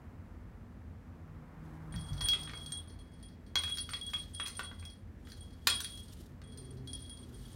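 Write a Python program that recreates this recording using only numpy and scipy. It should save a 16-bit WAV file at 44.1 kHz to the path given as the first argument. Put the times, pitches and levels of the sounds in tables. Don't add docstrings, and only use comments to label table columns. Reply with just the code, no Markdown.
import sys
import numpy as np
from scipy import signal
from scipy.fft import rfft, irfft, next_fast_len
from scipy.io import wavfile
from scipy.ndimage import uniform_filter1d

SR = 44100
rng = np.random.default_rng(int(sys.argv[2]) if len(sys.argv) > 2 else 0)


def generate_wav(signal):
    frames = np.transpose(np.atleast_2d(signal))
    scaled = np.clip(frames, -1, 1) * 32767
    pcm = np.round(scaled).astype(np.int16)
    wavfile.write(sys.argv[1], SR, pcm)


N = 332955
T = np.arange(N) / SR


def undb(db):
    return 10 ** (np.asarray(db) / 20)


def unit(x):
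    return x / np.sqrt(np.mean(x ** 2))


def colour(x, points):
    hz, db = np.transpose(points)
    size = next_fast_len(len(x))
    f = np.arange(size // 2 + 1) * SR / size + 1
    gain = undb(np.interp(np.log(f), np.log(hz), db))
    return irfft(rfft(x, size) * gain, size)[:len(x)]


def walk(rate):
    k = int(SR / rate)
    steps = np.repeat(rng.standard_normal(N // k + 1), k)
    return unit(uniform_filter1d(uniform_filter1d(steps, k), k)[:N])


def add(out, s, x, lead=0):
    i = int(s * SR) - lead
    out[i:i + len(x)] += x[:N - i]


def burst(points, fall_s, db):
    t = T[:4096] - T[64]
    chatter = .7 * rng.standard_normal(4096) * np.exp(-np.abs(t) / fall_s) * (t > 0)
    puff = colour(chatter + (t == 0), points)
    return puff * undb(db) / np.abs(puff).max()


# start_s, low_mode_level_db, upper_modes_level_db, tick_level_db, free_ring_s
STRIKES = [(1.961, -49, -61, -39.5, 0.03), (2.085, -52, -61.5, -54, .047), (2.132, -44, -45, -39, 0.035),
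           (2.208, -37.5, -47, -31, 0.028), (2.237, -39, -44, -48, 0.023), (2.255, -37, -44, -55, .032),
           (2.286, -24.5, -50, -18, .03), (2.317, -26.5, -48.5, -54, .036), (2.535, -47, -59, -46, .04),
           (2.553, -43, -58, -53, .022), (2.574, -46.5, -54, -44, 0.024), (2.599, -44.5, -59.5, -54, 0.031),
           (2.661, -47, -54, -40, 0.077), (2.721, -43, -43, -34.5, 0.037), (2.754, -43, -47, -65, 0.049),
           (2.874, -62, -61, -61, 0.019), (2.898, -62, -67, -52, .04), (2.989, -62, -67, -57, 0.03),
           (3.227, -58, -57.5, -50.5, .06), (3.287, -56.5, -68.5, -57, 0.025),
           (3.464, -70.5, -73, -59, .09), (3.556, -27, -52, -18, 0.022), (3.584, -37.5, -44, -52, 0.058),
           (3.635, -31.5, -48, -31, .056), (3.69, -36.5, -53, -45, 0.034), (3.722, -35.5, -51.5, -54, 0.02),
           (3.773, -40.5, -57, -29, .013), (3.785, -34, -54, -25.5, 0.023), (3.803, -46, -50, -49, .09),
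           (3.893, -30.5, -64.5, -38, 0.014), (3.937, -37.5, -60, -28.5, 0.024),
           (4.012, -42, -57, -46, 0.053), (4.068, -41.5, -57, -56, 0.033), (4.137, -30.5, -56, -37, 0.025),
           (4.198, -44, -57, -49, 0.025), (4.348, -43, -53.5, -42, 0.037), (4.399, -33, -52, -52, 0.031),
           (4.454, -35.5, -49.5, -49, 0.017), (4.473, -54, -46, -31.5, .014), (4.487, -37, -47, -54, 0.039),
           (4.569, -67, -44.5, -42, 0.019), (4.59, -55, -55, -49, .04), (4.657, -50.5, -60, -57, .07),
           (4.796, -60, -60, -50, .057), (4.852, -48.5, -60, -42.5, 0.042), (4.9, -57, -58.5, -47, 0.055),
           (5.3, -66, -63, -50, .02), (5.319, -61, -61.5, -39, .03), (5.407, -56.5, -54.5, -63, .027),
           (5.671, -39, -38, -14, 0.024), (5.7, -32.5, -39, -20, 0.041), (5.751, -39.5, -42.5, -52, .052),
           (5.846, -41.5, -51, -28.5, 0.022), (5.868, -39, -51, -50.5, 0.019),
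           (5.92, -49.5, -57.5, -48, 0.063), (5.975, -53, -60, -41.5, 0.054), (6.083, -59, -67, -49, 0.029),
           (6.771, -72, -74, -57, 0.071), (6.574, -59, -54.5, -48, 0.042), (6.874, -46, -57.5, -42, .03),
           (6.932, -43, -49, -36.5, .027), (7.095, -48.5, -54, -49, .05), (7.172, -58, -65, -51, 0.022),
           (7.453, -54.5, -66, -55, 0.0089)]
# start_s, end_s, low_mode_start_level_db, low_mode_end_level_db, upper_modes_relative_level_db
SHAKES = [(1.923, 2.502, -61, -51, -2.5), (2.504, 2.952, -49.5, -72, -7), (2.998, 3.334, -74.5, -68, -6),
          (3.56, 4.241, -46, -55.5, -5), (4.334, 4.658, -55, -54.5, -1), (4.662, 5.0, -60.5, -67.5, -7),
          (5.25, 5.643, -63, -71, -7.5), (5.682, 6.22, -45.5, -80, 1), (6.436, 6.718, -61.5, -70, -2.5),
          (6.879, 7.239, -55.5, -63.5, -2.5), (7.334, 7.537, -67.5, -70, -2.5)]
BRUSHES_PER_S = 40
BRUSH_SCATTER_DB, SPLIT_DB = 3, 2
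BRUSH_TICK_DB = 0.5
REST_DB = -13
CATCH_DB = -5


def contacts():
    hard, shake = np.array(STRIKES), np.array(SHAKES)
    n_hard = len(hard)
    count = int(BRUSHES_PER_S * N / SR)
    hard_s = hard[:, 0]
    catch_s = hard_s + hard[:, 4]
    s = np.r_[hard_s, catch_s, shake[:, 0], shake[:, 1], rng.random(count) * N / SR]
    chance = rng.standard_normal((len(s), 11))

    bout = np.clip(np.searchsorted(shake[:, 0], s, side="right") - 1, 0, None)
    start, end, db0, db1, upper_db = shake[bout].T
    progress = np.clip((s - start) / (end - start), 0, 1)
    low = db0 + (db1 - db0) * progress + REST_DB * (s >= end) + BRUSH_SCATTER_DB * chance[:, 0]
    upper = low + upper_db + BRUSH_SCATTER_DB * chance[:, 1]
    tick = low + BRUSH_TICK_DB + BRUSH_SCATTER_DB * chance[:, 2]
    low[n_hard:2 * n_hard] += CATCH_DB

    free = ((s[:, None] > hard_s) & (s[:, None] < catch_s)).any(axis=1)
    in_shake = (s > start) & (s < end)
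    not_brush = np.arange(len(s)) < len(s) - count
    touch = ~free & (in_shake | not_brush)

    low[:n_hard], upper[:n_hard], tick[:n_hard] = hard[:, 1], hard[:, 2], hard[:, 3]
    touch[:n_hard] = True
    split = SPLIT_DB * chance[:, 3]
    return np.c_[s, low, upper + split, upper - split, tick, chance[:, 5:]], touch


# pitch_hz, t60_s, waver_hz (from the swinging), twin_offset_hz, twin_relative_level_db
BELL = [(3308, .4, 8., 38, -16), (8690, .2, 30., 45, -7), (9378, .2, 34., 55, -7)]
FLICKER_DB = [2.2, 4.5, 4.5]


def bell(rows):
    rows = rows[np.argsort(rows[:, 0])]
    last = np.searchsorted(rows[:, 0], T, side="right") - 1
    since = T - rows[last, 0]
    turn = np.cumsum(0.61 * rows[:, 5:].reshape(-1, 2, len(BELL)), axis=0)
    hand_over = np.exp(-1 / (0.001 * SR))
    out = np.zeros(N)
    for k, (hz, t60, waver_hz, split_hz, twin_db) in enumerate(BELL):
        level_db = rows[last, k + 1] - 60 * since / t60 + FLICKER_DB[k] * walk(120)
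        size = undb(level_db) * (last >= 0)
        twin_size = undb(twin_db + 4.4 * walk(33))
        beat = 2 * np.pi * split_hz * np.cumsum(1 + .5 * walk(7.9)) / SR
        twin = twin_size * np.exp(1j * (beat + turn[last, 1, k]))
        swing = size * (np.exp(1j * turn[last, 0, k]) + twin)
        swing = signal.lfilter([1 - hand_over], [1, -hand_over], swing)
        phase = 2 * np.pi * np.cumsum(hz + waver_hz * walk(25)) / SR
        out += (swing * np.exp(1j * phase)).imag
    return out


# pitch_hz, level_db
TICK = [(500, -54), (1500, -8.5), (2800, -18.5), (4500, 2), (6500, -11), (8000, -22.5), (11500, -20.5),
        (16000, -20)]
# pitch_hz, level_db
BOUNCE = [(1500, -26), (3500, 10.5), (5000, 0), (9000, -22), (13000, -2.5), (16000, -6)]


def ticks(ring, rows, touch):
    out = np.zeros(N)
    for s, tick_db, on in zip(rows[:, 0], rows[:, 4], touch):
        scuff_s = .001 * undb(np.clip(-30 - tick_db, 0, 30) * 0.8)
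        add(out, max(s, .01), on * burst(TICK, scuff_s, tick_db), lead=64)
    memory = np.exp(-1 / (0.027 * SR))
    lively = np.sqrt(signal.lfilter([1 - memory], [1, -memory], ring ** 2))
    bounce_times = rng.random(N) < 220 / SR
    bounce = bounce_times * rng.standard_normal(N) * lively * undb(2.0)
    return out + colour(bounce, BOUNCE)


# (loss above 2 kHz, before limits)
KNOCKS = [(1.9411, -40, -6, 9), (2.2108, -30, 2, 3), (2.26, -41, 1, 8), (2.3343, -34.5, 9.5, 7),
          (2.4747, -41.5, 2, 13), (2.4948, -44.5, 7.5, 12), (2.5358, -34.5, -13.5, 19),
          (3.5562, -23, -3.5, 15), (3.6376, -33.5, 1, 3.5), (3.678, -42, 4, 5), (3.698, -40, 1.5, 2.5),
          (3.782, -42, 0, 7), (3.891, -39, 4.5, 10.5), (3.9345, -35, 3.5, 7), (4.0902, -49.5, 2, -2),
          (4.135, -31.5, -0.5, 4.5), (4.3988, -30.5, 1, 9.5), (4.4613, -38, 4.5, 2.5),
          (4.4814, -40, 5.5, -4), (4.594, -25.5, -2.5, 5.5), (4.7141, -38.5, -7, 12),
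          (4.8267, -45, -1.5, 10), (5.2712, -53.5, 7.5, 13), (5.672, -18, 8.5, 0),
          (5.8042, -40.5, 14, -3.5), (6.4171, -57, 9, 4.5)]
# pitch_hz (before scatter), level_db (relative, before scatter), t60_s
FLOOR = [(605, -22, 0.028), (1082, -9, 0.022), (1202, 12.5, 0.034), (1436, 9, .025), (1580, 18, 0.015),
         (1970, 13.5, 0.028), (2380, -3, .018)]
# pitch_hz, level_db
CRACK = [(700, -26), (1300, -3), (2500, -2), (4000, 0), (7000, -6), (11000, -10), (16000, -15)]


def knocks():
    out, t = np.zeros(N), T[:4000]
    hz, db, t60 = np.transpose(FLOOR)[:, :, None]
    for s, peak_db, crack_db, dull_db in KNOCKS:
        level_scatter, pitch_scatter = rng.standard_normal((2, len(FLOOR), 1))
        size = undb(db + 0.88 * level_scatter - 60 * t / t60)
        ring = (size * np.sin(2 * np.pi * hz * (1 + 0.054 * pitch_scatter) * t)).sum(0)
        add(out, s, ring * undb(peak_db) / np.abs(ring).max())
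        slope = np.clip(dull_db, -3, 12)
        crack = [(f, d - slope * max(np.log2(f / 2000), 0)) for f, d in CRACK]
        add(out, s, burst(crack, 0.003, peak_db + crack_db), lead=64)
        add(out, s, burst(crack, 0.0092, peak_db + crack_db - 12), lead=64)
    return out


# start_s, end_s, start_level_db, end_level_db
SWISHES = [(1.66, 1.837, -77, -77), (1.988, 2.75, -71, -68), (3.68, 4.948, -66, -75.5),
           (5.285, 5.664, -66.5, -87), (5.73, 6.267, -58, -68), (6.59, 7.3, -76, -75),
           (7.332, 7.549, -70, -65.5)]
SWISH_EDGE_DB_PER_S = 171
# pitch_hz, level_db
FEATHER = [(1500, -42.5), (3000, 4), (5000, -1), (8000, -3.5), (12000, -4.5), (16000, -11)]


def rustle():
    grain = rng.standard_normal(N) * undb(2.5 * walk(150) + 1.2 * walk(20))
    size = np.zeros(N)
    for start, end, db0, db1 in SWISHES:
        outside_s = np.maximum(np.maximum(start - T, T - end), 0)
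        size += undb(np.interp(T, [start, end], [db0, db1]) - SWISH_EDGE_DB_PER_S * outside_s)
    return unit(colour(grain, FEATHER)) * size


# start_s, level_db (before the sine mix), pitch_hz, t60_s
THUDS = [(1.942, -23.5, 118.3, 0.28), (2.108, -21, 95.3, 0.36), (2.219, -24, 70.3, 0.26),
         (2.353, -36, 258, 0.1), (6.193, -33.5, 229.7, 0.089)]


def thuds():
    out, t = np.zeros(N), T[:20000]
    for s, db, hz, t60 in THUDS:
        ring = sum(np.sin(2 * np.pi * (hz * r * t + rng.random())) for r in (.55, 1, 1.5))
        push = 1 - np.exp(-t / 0.0045)
        add(out, s, 0.25 * ring * undb(db - 60 * t / t60) * push)
    return out


# (per Hz, relative)
HUM = [(15, -54), (25, -19.5), (53, -5.5), (87, 0.5), (120, -9), (229, -9), (277, -27), (317, -15.5),
       (384, -24.5), (427, -20), (818, -32.5), (1190, -38), (1790, -32.5), (4030, -56.5), (16000, -56.5)]
HUM_DB = -53
# pitch_hz, width_hz, level_db
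HUM_PEAKS = [(50.3, 8.1, -57), (84.2, 5.6, -54.5), (245, 22, -61)]


def room_hum():
    out = unit(colour(rng.standard_normal(N), HUM)) * undb(HUM_DB + 0.4 * walk(3.72))
    for hz, width_hz, db in HUM_PEAKS:
        hump = signal.lfilter(*signal.iirpeak(hz, hz / width_hz, SR), rng.standard_normal(N))
        out += undb(db) * unit(hump)
    return out


# start_s, level_db
ROAR = [(0, -63.5), (.9, -66.5), (1.6, -59.5), (2.3, -54.5), (2.9, -65.5), (3.6, -76), (7.55, -67.5)]
# pitch_hz, level_db
TYRES = [(150, 2.5), (400, -6.5), (800, -2.5), (1200, -3), (2200, -14), (4000, -37.5)]


def tyre_roar():
    return unit(colour(rng.standard_normal(N), TYRES)) * undb(np.interp(T, *np.transpose(ROAR)))


# start_s, pitch_hz, level_db
ENGINES = [
    [(.9, 158.6, -58.5), (1.4, 158, -53), (1.75, 157, -46.5), (2.2, 154.5, -49), (2.7, 150.1, -54.5),
     (3.0, 148.3, -110)],
    [(6.2, 139.3, -70.5), (6.6, 133.5, -49), (7.0, 126.2, -51.5), (7.55, 124.6, -55)],
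]
# level_db (relative, before drift)
OVERTONES_DB = [
    [0, -11.5, -24],
    [0, -9, -10.5],
]


def engines():
    out = np.zeros(N)
    for rows, overtones_db in zip(ENGINES, OVERTONES_DB):
        s, hz, db = np.transpose(rows)
        size = undb(np.interp(T, s, db, left=-120))
        for k, over_db in enumerate(overtones_db, start=1):
            pitch_hz = k * np.interp(T, s, hz) + 3.44 * k ** 2 * walk(150)
            phase = 2 * np.pi * np.cumsum(pitch_hz) / SR
            out += size * undb(over_db + 3.3 * walk(15)) * np.sin(phase)
    return out


# pitch_hz, t60_s
ROOM_T60 = [(300, 0.95), (1500, 0.44), (5000, 0.42), (12000, 0.12)]
# ratio_to_centre, level_db
OCTAVE = [(.49, -90), (.5, -30), (.71, -3), (1, 0), (1.41, -3), (2, -30), (2.01, -90)]


def room(x):
    t, tail = T[:SR], np.zeros(SR)
    hz, t60 = np.transpose(ROOM_T60)
    for f in 250 * 2. ** np.arange(7):
        band = colour(rng.standard_normal(SR), [(f * r, db) for r, db in OCTAVE])
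        tail += band * undb(-60 * t / np.interp(np.log(f), np.log(hz), t60))
    onset = np.clip((t - .001) / 0.0043, 0, 1)
    tail = tail * onset * (1 + 3.3 * np.exp(-t / 0.06))
    return signal.fftconvolve(x, tail / np.sqrt(np.sum(tail ** 2)))[:N]


WALLS_DB, BELL_WALLS_DB = -4, -10.5


def scene():
    rows, touch = contacts()
    ring = bell(rows[touch])
    hits = ticks(ring, rows, touch) + knocks()
    wet = room(undb(BELL_WALLS_DB) * ring + undb(WALLS_DB) * hits)
    background = room_hum() + tyre_roar() + engines()
    return (ring + hits + wet + rustle() + thuds() + background)[None]


TOP_HZ = 15800


def record(dry):
    dry = signal.sosfilt(signal.butter(4, 30, "high", fs=SR, output="sos"), dry)
    return signal.sosfilt(signal.ellip(10, .2, 60, TOP_HZ, fs=SR, output="sos"), dry)


dry = scene()
out = record(dry)
generate_wav(out)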